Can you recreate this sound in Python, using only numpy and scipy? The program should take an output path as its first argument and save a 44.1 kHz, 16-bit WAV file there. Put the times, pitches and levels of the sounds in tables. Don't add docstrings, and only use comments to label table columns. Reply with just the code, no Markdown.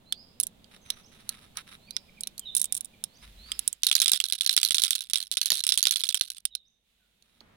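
import sys
import numpy as np
from scipy import signal
from scipy.fft import rfft, irfft
from scipy.io import wavfile

SR = 44100
rng = np.random.default_rng(int(sys.argv[2]) if len(sys.argv) > 2 else 0)


def inscribe(sig):
    pcm = np.round(np.clip(np.atleast_2d(sig).T, -1, 1) * 32767)
    wavfile.write(sys.argv[1], SR, pcm.astype(np.int16))


N = 333396

# (s, level dB, treble over middle dB)
CLICKS = [(0.124, -14, -6), (0.6437, -44, -13), (0.9026, -15, -3), (1.2918, -18, 4), (1.571, -23, -1),
          (1.9077, -27, -4), (1.9655, -16, -10), (2.2078, -24, 15), (2.2344, -22, -1), (2.272, -22, 3),
          (2.3795, -30, 3), (2.3942, -24, 17), (2.5507, -12, 15), (3.0391, -18, 9), (3.5177, -17, -4),
          (3.5921, -15, 12), (3.6771, -9, 15), (3.7284, -22, 14), (3.8332, -11, -4), (3.8673, -8, -4),
          (3.914, -8, -8), (3.9527, -7, -4), (4.0008, -11, -1), (4.0175, -9, -1), (4.0588, -11, -6),
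          (4.0802, -9, -3), (4.1173, -8, 2), (4.1337, -9, -2), (4.2016, -11, -4), (4.2397, -14, -9),
          (4.3238, -12, -3), (4.4089, -11, -6), (4.4629, -11, -8), (4.4932, -8, -14), (4.5651, -8, 5),
          (4.5767, -8, -10), (4.6308, -9, 0), (4.6494, -10, -4), (4.7076, -11, 0), (4.7449, -10, -1),
          (4.7824, -11, -7), (4.8191, -13, -1), (4.8366, -8, -1), (4.9068, -10, 3), (4.9522, -17, -3),
          (5.0071, -21, -3), (5.0991, -25, 3), (5.1338, -11, -2), (5.157, -11, -6), (5.3145, -16, 0),
          (5.3701, -13, -3), (5.4143, -12, -6), (5.4578, -13, 2), (5.5032, -10, -5), (5.519, -10, -6),
          (5.638, -16, 0), (5.6668, -12, 5), (5.6906, -10, -4), (5.7216, -9, -8), (5.7753, -10, 3),
          (5.8277, -10, 0), (5.8537, -11, -7), (5.8696, -8, -9), (5.9093, -11, -1), (5.9586, -13, -4),
          (6.0365, -14, -8), (6.0895, -12, -3), (6.1443, -10, 0), (6.2105, -10, -7), (6.3019, -22, 1),
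          (6.4531, -12, 7), (6.5514, -18, -5), (7.2237, -50, -8), (7.4052, -41, -21)]
# (Hz, width Hz, left dB, right dB)
MODES_HZ = [(1484, 72, -25.5, -3), (2552, 1290, -2, 2), (3272, 1400, -8, 11), (3805, 332, 2.5, 19.5), (5560, 340, -10.5, 8),
            (6600, 5000, -4, -37.5), (9360, 880, -32, 10), (10720, 1230, -27, 8), (12200, 10400, -15.5, -4.5)]
# (s, level dB)
KNOCKS = [(4.134, -39), (4.708, -48), (5.519, -36), (6.211, -40), (7.412, -53)]
# (start s, length s, level dB)
RUBS = [(0.705, 0.082, -53), (0.829, 0.23, -53), (1.103, 0.15, -57), (1.219, 0.28, -52.5), (1.546, 0.082, -42), (1.658, 0.12, -46), (3.203, 0.11, -50), (3.447, 0.13, -51.5), (7.214, 0.22, -69.5)]
# (s, river murmur dB, high hiss dB)
AMBIENCE = [(0, -60.5, -68.5), (1.2, -60, -64), (3.1, -62, -64), (3.65, -63.5, -54), (3.8, -77.5, -68), (6.82, -82.5, -82), (6.88, -82.5, -73),
            (7.39, -73, -72), (7.43, -65, -73)]
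# (s, level dB)
RUMBLE = [(0, -76), (3.18, -79.5), (3.23, -47.5), (3.56, -53), (3.7, -75), (7.5, -84)]
# (Hz, dB per Hz)
MURMUR = [(50, -1), (130, -2.5), (215, 2.5), (300, -8.5), (650, -9.5), (1400, -20.5), (3000, -39.5)]
HISS = [(900, -11), (2300, -1), (3700, 4), (5200, -9), (10000, -8), (15000, -11.5)]
SHIVER_S = .003
CUTOFF_HZ = 16000
TIME = np.arange(N) / SR
MS = SR // 1000
VALLEY_T60_S = .6
REBOUND_S, REBOUND_LOSS_DB = .011, 11
# (s, level dB, touches, s between touches)
BOUNCES = [(0.4003, -11, 3, .034), (2.5664, -10, 3, .0062), (2.6154, -11, 2, .027), (2.7239, -13, 3, .0265), (2.8081, -22, 2, .039)]
BOUNCE_LOSS_DB, GLASS_TREBLE_DB = 5.5, 15
POUR_S = (3.82, 6.41)
# (start s, length s, level dB)
SURGES = [(3.825, 0.33, -21), (4.193, 0.166, -26), (4.398, 0.57, -22), (5.124, 0.086, -24), (5.308, 0.86, -24)]
SURGE_ATTACK_S, SURGE_RELEASE_S, JOSTLE_DB, TRICKLE_DB = 0.026, 0.027, -12, -48
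STIR_S, STIR_FOLLOWS = 0.032, 0.37
THUD_DB = -37
BIRD_CALLS = {"rising whistle": [(0, .21, 3930, 5200, -0.5)],
              "upward flick": [(0, 0.045, 4750, 6450, -2)],
              "high slur": [(0, .16, 6320, 5820, 0)],
              "low chirp": [(0.0095, 0.022, 2560, 2280, 0)],
              "low whistle": [(0, 0.095, 1570, 1400, -3)],
              "two-note call": [(0, 0.065, 3277, 2926, -17), (.052, .06, 3930, 3567, -1)]}
# (s, call, level dB)
SONG = [(0.041, "rising whistle", -54.5), (.805, "high slur", -60), (1.031, "upward flick", -55.5), (1.786, "rising whistle", -59.5),
        (1.864, "low chirp", -57), (2.068, "low chirp", -62), (2.16, "low chirp", -55.5), (2.398, "two-note call", -36),
        (2.679, "low chirp", -61), (2.92, "low chirp", -58.5), (3.043, "rising whistle", -64.5), (3.135, "upward flick", -60),
        (3.365, "rising whistle", -51), (6.451, "two-note call", -52), (6.645, "upward flick", -70.5), (6.98, "low whistle", -76.5)]
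LULL_S = .015
NUDGE_S, NUDGE_LOSS_DB = .05, 13


def from_db(db):
    return 10 ** (np.asarray(db) / 20)


def rms_one(x):
    return x / np.sqrt(np.mean(x ** 2) + 1e-20)


def unit_energy(x):
    return x * np.sqrt(2 * MS / np.sum(x ** 2, axis=(-2, -1), keepdims=True))


def in_time(rows):
    s, *columns = np.transpose(rows)
    return [np.interp(TIME, s, c) for c in columns]


def band(x, hz, kind, order=2):
    return signal.sosfilt(signal.butter(order, hz, kind, fs=SR, output="sos"), x)


def resonate(x, hz, width_hz):
    r = np.exp(-np.pi * width_hz / SR)
    return signal.lfilter(np.array([1, 0, -1]) * (1 - r * r) / 2, [1, -2 * r * np.cos(2 * np.pi * hz / SR), r * r], x + 1e-18)


def add(out, s, sound):
    i = max(round(s * SR), 0)
    out[..., i:i + sound.shape[-1]] += sound[..., :max(N - i, 0)]


def coloured(spectrum, left_db, alike_below_hz):
    hz = np.fft.rfftfreq(N, 1 / SR) + 1
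    points, db = np.transpose(spectrum)
    white = rfft(rng.standard_normal((3, N)))
    own = np.sqrt(hz ** 2 / (hz ** 2 + alike_below_hz ** 2))
    both = own * white[:2] + np.sqrt(1 - own ** 2) * white[2]
    return rms_one(irfft(both * from_db(np.interp(np.log(hz), np.log(points), db)), N) * from_db([[left_db], [0]]))


def shell(force, size=1, low_cut_hz=1150):
    rings = sum((-1) ** k * resonate(force, hz / size, width) * from_db([[left], [right]]) for k, (hz, width, left, right) in enumerate(MODES_HZ))
    return band(rings, low_cut_hz, "high")


def strikes(crack_s=0.00011, ring_db=-14, pitch_spread=0.081, level_db=0.22):
    t = np.arange(1024) / SR
    blow = (1 - np.exp(-t / crack_s)) * (np.exp(-t / (2 * crack_s)) + from_db(ring_db) * np.exp(-t / SHIVER_S))
    hits = touches()
    force = at_both_ears((len(hits), 2, len(t))) * blow
    sizes = np.exp(pitch_spread * rng.standard_normal(len(hits)))
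    rings = np.array([shell(f, size) for f, size in zip(force, sizes)])
    middle, treble = (unit_energy(band(rings, 6500, kind, order=8)) for kind in ("low", "high"))
    out = np.zeros((2, N))
    for (s, db, bright_db), low, high in zip(hits, middle, treble):
        bright = from_db(bright_db)
        add(out, s, from_db(db + level_db) * (low + bright * high) / np.hypot(1, bright))
    return out


def grains(per_s, spread_db):
    return (rng.random(N) < per_s / SR) * rng.choice([-1, 1], N) * from_db(spread_db * rng.uniform(-1, 1, N))


def jostle(settle_s=0.0013, busy_per_s=135):
    level_curve_db = agitation()
    flow = from_db((level_curve_db - level_curve_db.max()) / 3)
    landings = np.append(np.array(CLICKS)[:, 0], N / SR)
    until_landing = landings[np.searchsorted(landings, TIME)] - TIME
    lull = 1 - np.exp(-(until_landing / LULL_S) ** 4)
    out = 0
    for size in (.91, 1, 1.1):
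        contacts = grains(per_s=busy_per_s * flow, spread_db=10) * lull
        shiver = np.sqrt(signal.lfilter([1], [1, -np.exp(-2 / (settle_s * SR))], contacts ** 2 + 1e-18))
        out = out + shell(shiver * at_both_ears((2, N)), size)
    pouring = (TIME > POUR_S[0]) & (TIME < POUR_S[1])
    return from_db(level_curve_db) * rms_one(out) * pouring


def knocks(top_hz=750, level_db=5):
    t, out = np.arange(SR // 10) / SR, np.zeros((2, N))
    damping = np.exp(-t / .0045)
    for s, db in KNOCKS + [(s, THUD_DB + 2 * db) for s, db, _ in CLICKS]:
        thud = band(rng.standard_normal(len(t)) * damping, top_hz, "low", order=1) * from_db([[-6], [0]])
        add(out, s, from_db(db + level_db) * unit_energy(thud))
    return out


def rubbing(uneven_db=3):
    pressure = np.zeros(N)
    for s, length, db in RUBS:
        add(pressure, s, from_db(db) * signal.windows.tukey(int(length * SR), .5))
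    slips = grains(per_s=1400, spread_db=7) * from_db(uneven_db * flutter(35))
    scrape = shell(slips)
    squelch = band(slips * at_both_ears((2, N)), [1100, 3200], "band") + resonate(slips, 1270, 110)
    return pressure * (rms_one(scrape) + rms_one(squelch)) / 2


def birds(waver=0.01, tremble_db=3):
    out, wobble, tremble = np.zeros(N), 1 + waver * flutter(160), tremble_db * flutter(110)
    notes = [(s + delay, length, first_hz, last_hz, db + note_db)
             for s, call, db in SONG for delay, length, first_hz, last_hz, note_db in BIRD_CALLS[call]]
    for s, length, first_hz, last_hz, db in notes:
        u = np.linspace(0, 1, int(length * SR))
        now = int(s * SR) + np.arange(len(u))
        hz = (first_hz + (last_hz - first_hz) * (u + np.sin(np.pi * u / 2) ** 2) / 2) * wobble[now]
        swell = signal.windows.tukey(len(u), .3) * (.5 + u)
        add(out, s, from_db(db + tremble[now]) * swell * np.sin(2 * np.pi * np.cumsum(hz) / SR))
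    return out


def valley(x, t60_s):
    t = TIME[:SR]
    echo = rng.standard_normal((2, SR)) * from_db(-60 * t / t60_s) * (t > .015)
    return signal.fftconvolve(x, echo / np.sqrt(np.sum(echo[0] ** 2)), axes=-1)[:, :N]


def flutter(hz):
    return rms_one(band(rng.standard_normal(2 * N), hz, "low")[N:])


def open_river(level_db=-66):
    heard = TIME > 7.41
    return from_db(level_db) * heard * rms_one(band(rng.standard_normal((2, N)), [350, 2400], "band"))


def at_both_ears(shape, alike=0.34):
    noise = rng.standard_normal(shape)
    shared = np.roll(noise[..., 1, :], -9, axis=-1)
    share = np.clip(alike, 0, 1)
    return np.stack([share * shared + np.sqrt(1 - share ** 2) * noise[..., 0, :], noise[..., 1, :]], axis=-2)


def touches():
    chance = rng.standard_normal((len(CLICKS), 2))
    rebounds = [(s + REBOUND_S * np.exp(0.2 * late), db - REBOUND_LOSS_DB + 2 * hard, treble_db)
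                for (s, db, treble_db), (late, hard) in zip(CLICKS, chance) if POUR_S[0] < s < POUR_S[1]]
    bounces = [(s + k * gap_s, db - k * BOUNCE_LOSS_DB, GLASS_TREBLE_DB) for s, db, count, gap_s in BOUNCES for k in range(count)]
    nudges = [(s + NUDGE_S * late, db - NUDGE_LOSS_DB, GLASS_TREBLE_DB) for s, db, _, _ in BOUNCES for late in rng.random(size=4)]
    return list(CLICKS) + rebounds + bounces + nudges


def agitation():
    surge, blows = np.zeros(N), np.zeros(N)
    for s, length, db in SURGES:
        attack = np.clip((TIME - s) / SURGE_ATTACK_S, 0, 1)
        release = np.exp(-np.maximum(TIME - s - length, 0) / SURGE_RELEASE_S)
        surge = np.maximum(surge, from_db(db + JOSTLE_DB) * attack * release)
    for s, db, _ in CLICKS:
        blows[int(s * SR)] = from_db(db) ** 2
    stir = np.sqrt(signal.lfilter([1], [1, -np.exp(-1 / (STIR_S * SR))], blows + 1e-18))
    usual = np.average(stir, weights=surge)
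    return 20 * np.log10(surge * (stir / usual) ** STIR_FOLLOWS + from_db(TRICKLE_DB))


def scene():
    murmur_db, hiss_db = in_time(AMBIENCE)
    river = from_db(murmur_db) * coloured(MURMUR, left_db=-2.0, alike_below_hz=330) + open_river()
    hiss = from_db(hiss_db) * coloured(HISS, left_db=-4, alike_below_hz=340)
    rumble = from_db(in_time(RUMBLE)[0]) * rms_one(band(resonate(rng.standard_normal(N), 48, 4.4), 100, "low"))
    beads = strikes() + jostle()
    bead_echo = from_db(-22.0) * valley(resonate(beads, 3900, 2400), t60_s=0.06)
    song = birds() * from_db([[-5], [2]])
    return beads + bead_echo + knocks() + rubbing() + song + from_db(-3.5) * valley(song, t60_s=VALLEY_T60_S) + river + hiss + rumble


def record(dry):
    return signal.sosfilt(signal.cheby2(16, 70, CUTOFF_HZ + 900, fs=SR, output="sos"), np.clip(dry, -1, 1))


dry = scene()
out = record(dry)
inscribe(out)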